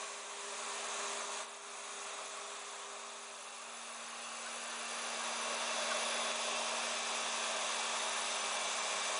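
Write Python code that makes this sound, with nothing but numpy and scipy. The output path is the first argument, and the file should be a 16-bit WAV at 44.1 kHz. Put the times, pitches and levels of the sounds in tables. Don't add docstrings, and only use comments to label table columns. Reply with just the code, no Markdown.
import sys
import numpy as np
from scipy import signal
from scipy.fft import rfft, irfft
from scipy.io import wavfile
from scipy.ndimage import uniform_filter1d, minimum_filter1d

SR = 44100
rng = np.random.default_rng(int(sys.argv[2]) if len(sys.argv) > 2 else 0)


def output_pcm(signal):
    pcm = np.clip(np.atleast_2d(signal).T, -1, 1) * 32767
    wavfile.write(sys.argv[1], SR, np.round(pcm).astype(np.int16))


def boost(x):
    u = np.asarray(x, float) / 20
    return 10 ** u


N = 405279
T = np.arange(N) / SR
FREE_HZ = 233.85
EDGE_HZ = 10075



def columns(rows, t):
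    s, *values = np.transpose(rows)
    return [np.interp(t, s, v) for v in values]


def drift(shape, sizes):
    z = rng.standard_normal(shape)
    for axis, size in enumerate(sizes):
        z = uniform_filter1d(uniform_filter1d(z, size, axis), size, axis)
    return z / z.std()


def wander(count, per_s, t=T):
    knots = np.arange(0, T[-1] + 1, 1 / (4 * per_s))
    return [np.interp(t, knots, z) for z in drift((len(knots), count), [4]).T]


def sine(hz, db):
    turns = np.cumsum(hz * np.ones(N)) / SR + rng.random()
    return np.sqrt(2) * boost(db) * np.sin(2 * np.pi * turns)


def quick_sin(turns):
    return np.sin(2 * np.pi * (turns - np.floor(turns)).astype(np.float32))


# (time [s], power share of the second moment [0-1], travel toward the microphone [0-1])
POSE = [(0, 0, 0), (2.95, 0.06, 0.47), (3.5, 0.5, 0), (4.2, 0.77, 0), (5.1, 1, 0.31), (5.9, 0.96, 0.8),
        (6.5, 1, 0.81), (9.19, 0.75, 1)]


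def head(t):
    return [np.clip(c, 0, 1) for c in columns(POSE, t)]


def placed(levels, t):
    share, travel = head(t)
    left, far, near = levels
    return left + share * (far + travel * (near - far) - left)


# (start [s], end [s])
FADE_S = (2.76, 4)


def crossfade(levels, roar_db, change_first_db=0, change_second_db=0):
    u = np.pi / 2 * np.clip((T - FADE_S[0]) / (FADE_S[1] - FADE_S[0]), 0, 1)
    left, far, near = levels
    first_db = left + change_first_db
    second_db = far + head(T)[1] * (near - far) + change_second_db
    return np.cos(u) * boost(roar_db + first_db), np.sin(u) * boost(roar_db + second_db)


# (time [s], speed [turns per s])
SPEED_FIRST = [(0, 232.5), (0.27, 232.48), (0.64, 233.85), (1.47, 233.86), (1.7, 233.08), (2.25, 232.72),
               (3, 232.74), (3.27, 232.55), (4.3, 232.52)]
SPEED_SECOND = [(2.9, 233.82), (6.33, 233.88), (6.38, 233.04), (6.62, 233.33), (7.2, 233.04),
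                (7.95, 233.06), (8.5, 232.96), (8.85, 232.64), (9.19, 232.74)]


def spindle_speeds(jitter=.00025):
    tables = SPEED_FIRST, SPEED_SECOND
    return [columns(table, T)[0] * (1 + jitter * w) for table, w in zip(tables, wander(2, 12))]


# (left [dB], far right [dB], near [dB])
LOW_SHAFT = [2, 4, 5]
LOW_DB = [(-28, -36, -38), (-25, -29, -26), (-25, -25, -32)]
SHAFT = [10.0, 15.0, 20.0, 22.0, 25.0, 26.0, 30.0, 34.0, 37.0, 38.0, 39.0, 40.0]
SHAFT_DB = [(-23.0, -21.0, -18.0), (-28.0, -24.0, -24.0), (-28.0, -30.0, -36.0), (-28.0, -45.0, -37.0),
            (-30.0, -28.0, -27.0), (-30.0, -26.0, -27.0), (-36.0, -44.0, -29.0), (-25.0, -39.0, -28.0),
            (-37.0, -38.0, -37.0), (-30.0, -34.0, -38.0), (-31.0, -32.0, -31.0), (-31.0, -41.0, -39.0)]
FRONT_BEARING = [14.652, 15.652, 26.305, 26.695, 26.914, 27.305, 28.305, 28.695, 28.914, 29.082, 29.305,
                 29.477, 29.695, 29.918, 30.305, 34.074, 37.461, 38.074, 38.684, 39.461, 40.074]
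FRONT_DB = [(-27.0, -25.0, -19.0), (-31.0, -31.0, -23.0), (-30.0, -24.0, -23.0), (-30.0, -29.0, -36.0),
            (-29.0, -28.0, -37.0), (-24.0, -26.0, -36.0), (-30.0, -26.0, -29.0), (-19.0, -33.0, -25.0),
            (-30.0, -30.0, -31.0), (-29.0, -36.0, -38.0), (-25.0, -23.0, -25.0), (-26.0, -38.0, -34.0),
            (-27.0, -30.0, -28.0), (-29.0, -33.0, -39.0), (-29.0, -33.0, -32.0), (-29.0, -44.0, -34.0),
            (-39.0, -34.0, -34.0), (-29.0, -29.0, -30.0), (-36.0, -33.0, -34.0), (-36.0, -32.0, -35.0),
            (-34.0, -31.0, -37.0)]
REAR_BEARING = [26.422, 31.188, 31.801, 31.969, 32.191, 32.578, 33.188, 33.801, 34.578, 35.191, 35.961,
                38.852, 40.871, 41.566, 42.348, 42.57, 42.961]
REAR_DB = [(-32.0, -29.0, -28.0), (-27.0, -26.0, -38.0), (-30.0, -31.0, -40.0), (-28.0, -32.0, -33.0),
           (-30.0, -32.0, -35.0), (-20.0, -24.0, -30.0), (-29.0, -28.0, -31.0), (-27.0, -24.0, -33.0),
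           (-28.0, -29.0, -31.0), (-33.0, -34.0, -36.0), (-29.0, -49.0, -44.0), (-39.0, -30.0, -38.0),
           (-27.0, -29.0, -36.0), (-27.0, -25.0, -32.0), (-24.0, -14.0, -23.0), (-30.0, -22.0, -30.0),
           (-30.0, -28.0, -27.0)]
# (multiple of the speed, start [s], end [s], level [dB])
SWELLS = [
    (10, 7.9, 9.5, 4),
    (35.961, 1.6, 5, -10),
    (14.652, 5.3, 6.6, 4),
    (41.566, 7.7, 9.5, 7),
    (42.348, 6.35, 9.5, -3),
    (42.961, 6.35, 8.5, 5),
    (42.961, 1.6, 2.6, 5),
    (32.578, 0, 1.5, 2),
]


def spindle(first, second, whirr_db, waver_db=2.5):
    orders = SHAFT + FRONT_BEARING + REAR_BEARING + LOW_SHAFT
    levels = SHAFT_DB + FRONT_DB + REAR_DB + LOW_DB
    slow = T[::256]
    share, travel = head(slow)
    turns_first, turns_second = np.cumsum([first, second], 1) / SR
    mix = np.interp(T, slow, share)
    a = slice(0, np.flatnonzero(mix < 1)[-1])
    b = slice(np.flatnonzero(mix > 0)[0], N)
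    out = np.zeros(N)
    for k, (left, far, near), w in zip(orders, levels, wander(len(orders), 3, slow)):
        swell = sum(db * (slow > s0) * (slow < s1) for order, s0, s1, db in SWELLS if order == k)
        change_db = waver_db * w + uniform_filter1d(swell + 0 * slow, size=60)
        change_db = change_db + 2 * (k > 33)
        size_first = boost(left + change_db) * np.sqrt(1 - share)
        size_second = boost(far + travel * (near - far) + change_db) * np.sqrt(share)
        out[a] += np.interp(T[a], slow, size_first) * quick_sin(k * turns_first[a])
        out[b] += np.interp(T[b], slow, size_second) * quick_sin(k * turns_second[b] + k / (2 * np.pi))
    return out * boost(whirr_db + 5.5)


def unbalance(first, second, roar_db):
    opposed_s = 3.48
    turns = np.cumsum([first, second], 1) / SR
    turns = turns - turns[:, [round(opposed_s * SR)]]
    sag_db = 2 * (first - FREE_HZ)
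    recede_db = -3 * np.maximum(T - 7.06, 0)
    gains = crossfade((-21, -15.5, -17.5), roar_db, sag_db, recede_db)
    shake_first, shake_second = gains * np.sin(2 * np.pi * turns)
    return np.sqrt(2) * (shake_first - shake_second)


# (time [s], level [dB])
LEVEL = [(0, -46), (0.25, -48.5), (0.6, -44.5), (1.05, -42), (1.42, -44), (1.46, -50), (1.68, -49.5),
         (2.05, -46.5), (2.6, -48), (3.45, -51), (4.2, -48), (4.93, -44), (5.03, -43), (5.9, -39.2),
         (6.5, -40), (9.19, -40.2)]
# (time [s], length [s], roar [dB], whirr [dB])
DUCKS = [
    (1.267, .16, -2, -2.5),
    (1.6, .12, -2, -3.5),
    (6.383, .14, -2.5, -1.3),
    (7.02, .2, -2.5, -1.3),
]
# (left [dB], far right [dB], near [dB])
ROAR_DB = (-1.84, -2, -2)


def air(t):
    level = columns(LEVEL, t)[0]
    shapes = [np.cos(np.pi * np.clip((t - s) / length, -.5, .5)) ** 2 for s, length, *_ in DUCKS]
    roar_lull, whirr_lull = np.transpose(DUCKS)[2:] @ shapes
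    bite_db = 2.5 * (FREE_HZ - columns(SPEED_SECOND, t)[0])
    bright_db = placed((-2.4, -0.1, -0.7), t) + bite_db - 0.76 * whirr_lull
    return level + placed(ROAR_DB, t) + roar_lull, level + whirr_lull, bright_db


HOP = 1024


def coloured(table, t, hz, band, field_db):
    share, travel = (c[:, None] for c in head(t))
    left, far, near = columns(table, hz)
    power = (1 - share) * boost(2 * left) + share * boost(2 * (far + travel * (near - far)))
    power *= band
    size = np.sqrt(power / power.sum(1, keepdims=True)) * boost(field_db)
    z = size * (rng.standard_normal(size.shape) + 1j * rng.standard_normal(size.shape))
    x = signal.istft(z.T, nperseg=4 * HOP, noverlap=3 * HOP)[1][2 * HOP:][:N]
    return x / x.std()


# (pitch [Hz], left [dB], far right [dB], near [dB])
ROAR = [(30, -31, -30.5, -37), (85, -24.5, -25, -38), (125, -27, -24, -29), (173, -13, -16, -17),
        (280, -8.5, -9.5, -9.5), (334, -10.5, -9, -13), (412, 0, 1.5, 0.5), (502, 5.5, 4.5, 3),
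        (650, 9.5, 6.5, 9), (806, 7, 6, 4.5), (906, 7.5, 3, 8), (1117, 13.5, 10, 8), (1278, 7.5, 6, 4.5),
        (1543, 2, 1.5, -4.5)]
WHIRR = [(1635, 0, 1.5, 2), (1980, -1.5, -2.5, -1.5), (2737, 0.5, 4.5, 5), (2880, -4, -2, -1.5),
         (3670, 0.5, -1.5, 3.5), (4350, -5.5, -3.5, -5), (4730, -6, -3.5, -0.5), (5390, -5.5, -7.5, -4),
         (6280, -1.5, -2, -1.5), (6790, -2.5, -6, -8.5), (7770, -3, -8, -4), (8730, -7.5, -11.5, -13.5),
         (10000, -4.5, -1, -8.5), (10270, -37, -32, -22)]
# (pitch [Hz], width [Hz], level [dB])
ROOM = [(450, 30, -5), (484, 16, -5), (550, 24, -5), (618, 24, 2.5), (692, 20, -3), (718, 14, -4),
        (785, 24, -3), (890, 36, -4.5), (934, 22, 3), (975, 36, -4), (1078, 22, -5), (1106, 20, 2.5),
        (1148, 36, -3.5), (1226, 16, -4)]
# (pitch [Hz], width [Hz], level [dB])
HOUSING = [(1620, 70, 2), (2330, 120, -1), (2720, 130, 0), (3470, 100, -0.5), (3900, 150, 0.5),
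           (6000, 100, 5), (6560, 300, 1.5), (8240, 170, -0.5), (9500, 270, 4)]


def airflow(roar_db, whirr_db, ripple_db=1.5, patchy_db=0.5, flicker_db=0.0):
    split_hz = 1500
    frames, hz = N // HOP + 6, np.fft.rfftfreq(4 * HOP, 1 / SR)
    t = (np.arange(frames) - 2) * HOP / SR
    ripple = ripple_db * drift((frames, len(hz)), [40, 2])
    field = ripple + patchy_db * drift((frames, len(hz)), [3, 30])
    field = field + sum(db / (1 + (2 * (hz - f) / width) ** 2) for f, width, db in ROOM + HOUSING)
    tilt = air(t)[2][:, None] * np.clip((hz - 4000) / 3000, 0, 1)
    low, high = hz < split_hz, (hz >= split_hz) & (hz < EDGE_HZ + 385)
    roar = boost(roar_db - 0.08) * coloured(ROAR, t, hz, low, field)
    whirr = boost(whirr_db - 0.6) * coloured(WHIRR, t, hz, high, field + tilt)
    return (roar + whirr) * boost(flicker_db * wander(1, 30)[0])


# (left [dB], far right [dB], near [dB])
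FAN_DB = [
    (-11, -32, -18),
    (-20, -16, -19),
    (-18, -36, -23),
]


def vacuum(roar_db, waver_db=2.2, flutter_db=1.2):
    wobble, *waver = wander(4, 5)
    hz = 404.1 + .5 * wobble
    flutter = flutter_db * wander(1, 14)[0]
    patchy_db = waver_db * waver[2]
    out = sine(hz, 0) * sum(crossfade(FAN_DB[0], roar_db, flutter, patchy_db))
    for k, db, w in zip((2, 6), FAN_DB[1:], waver):
        out += sine(k * hz, .7 * waver_db * w) * np.hypot(*crossfade(db, roar_db))
    return out


# (time [s], pitch [Hz], level [dB])
SLOW_AXIS = [(3.0, 116.8, -108), (3.25, 116.8, -91), (4.2, 116.8, -85), (4.35, 116.8, -89),
             (4.55, 116.8, -108)]
FAST_AXIS = [(4.4, 1740, -80), (4.55, 1745, -62), (4.8, 1752, -63), (5.2, 1762, -67), (6.3, 1766, -63),
             (8, 1769, -60), (9.19, 1770, -62)]
# (time [s], length [s], start pitch [Hz], end pitch [Hz], level [dB])
SQUEAKS = [
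    (4.452, .04, 1440, 1580, -49),
    (5.9, .038, 1630, 1350, -43),
    (5.912, .022, 1170, 1090, -42),
]


def axes(wobble_hz=4.0, waver_db=2.5):
    wobble, waver = wander(2, 20)
    hz, db = columns(FAST_AXIS, T)
    out = sine(hz + wobble_hz * wobble, db + waver_db * waver) * (T > FAST_AXIS[0][0])
    out += sine(*columns(SLOW_AXIS, T)) * (T > SLOW_AXIS[0][0]) * (T < SLOW_AXIS[-1][0])
    for s, length, start_hz, end_hz, db in SQUEAKS:
        u = np.clip((T - s) / length, 0, 1)
        out += sine(start_hz + (end_hz - start_hz) * u, db) * np.sin(np.pi * u)
    return out


# (pitch [Hz], level [dB])
MAINS = [
    (100, -94),
    (200, -81),
]


def mains_hum(roar_db):
    return sum(sine(f, db + roar_db + 46.5) for f, db in MAINS) * head(T)[1]


def starved(x, from_hz=5000, under=.185):
    hz, _, z = signal.stft(x, SR, nperseg=256, noverlap=192)
    z = z[:-3]
    band = (abs(z) ** 2).reshape(-1, 3, z.shape[1]).sum(1)
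    band = uniform_filter1d(band, size=2, axis=1)
    weak = band < under * uniform_filter1d(band, size=200, axis=1)
    kept = minimum_filter1d(1. - weak, size=4, axis=1).repeat(3, axis=0)
    z = np.where(hz[:-3, None] > from_hz, z * kept, z)
    return signal.istft(np.pad(z, [(0, 3), (0, 0)]), SR, nperseg=256, noverlap=192)[1][:N]


# (time [s], low edge [Hz], high edge [Hz])
SWAPS = [(1.049, 4600, 5720), (2.163, 4170, 5200), (3.766, 6220, 7630), (3.928, 8220, 9700),
         (6.343, 4170, 5200), (6.691, 4170, 5200), (6.97, 4170, 5720), (7.434, 6220, 7630),
         (8.41, 5620, 7630), (8.804, 5620, 7630), (8.804, 8220, 9700)]


def swapped(x, length=1500, side_db=0):
    out = np.tile(x, (2, 1))
    hz, window = np.fft.rfftfreq(length, 1 / SR), np.hanning(length) ** .5
    for s, low_hz, high_hz in SWAPS:
        at = round(s * SR) - length // 2
        z = rfft(x[at:at + length] * window) * (hz > low_hz) * (hz < high_hz)
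        size = np.sqrt((abs(z) ** 2).sum() / (z != 0).sum()) * (z != 0)
        side = irfft(size * np.exp(2j * np.pi * rng.random(len(z))))
        change = boost(side_db) * np.array([side, -side]) - .25 * irfft(z)
        out[:, at:at + length] += window * change
    return out


def scene():
    roar_db, whirr_db, _ = air(T)
    first, second = spindle_speeds()
    tool = spindle(first, second, whirr_db) + unbalance(first, second, roar_db)
    mono = tool + airflow(roar_db, whirr_db) + vacuum(roar_db) + axes() + mains_hum(roar_db)
    return np.tile(mono, (2, 1))


def top_cut(x):
    return signal.sosfilt(signal.butter(12, 10900, fs=SR, output="sos"), x)


def record(dry, mirror_db=-4.0):
    sampling_hz = 20000
    mirrored = dry[0] * (1 + 2 * boost(mirror_db) * np.cos(2 * np.pi * sampling_hz * T))
    edge = signal.firwin(901, EDGE_HZ, window=("kaiser", 9), fs=SR)
    narrow = signal.oaconvolve(starved(mirrored), edge, "same")
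    return top_cut(swapped(narrow))


dry = scene()
out = record(dry)
output_pcm(out)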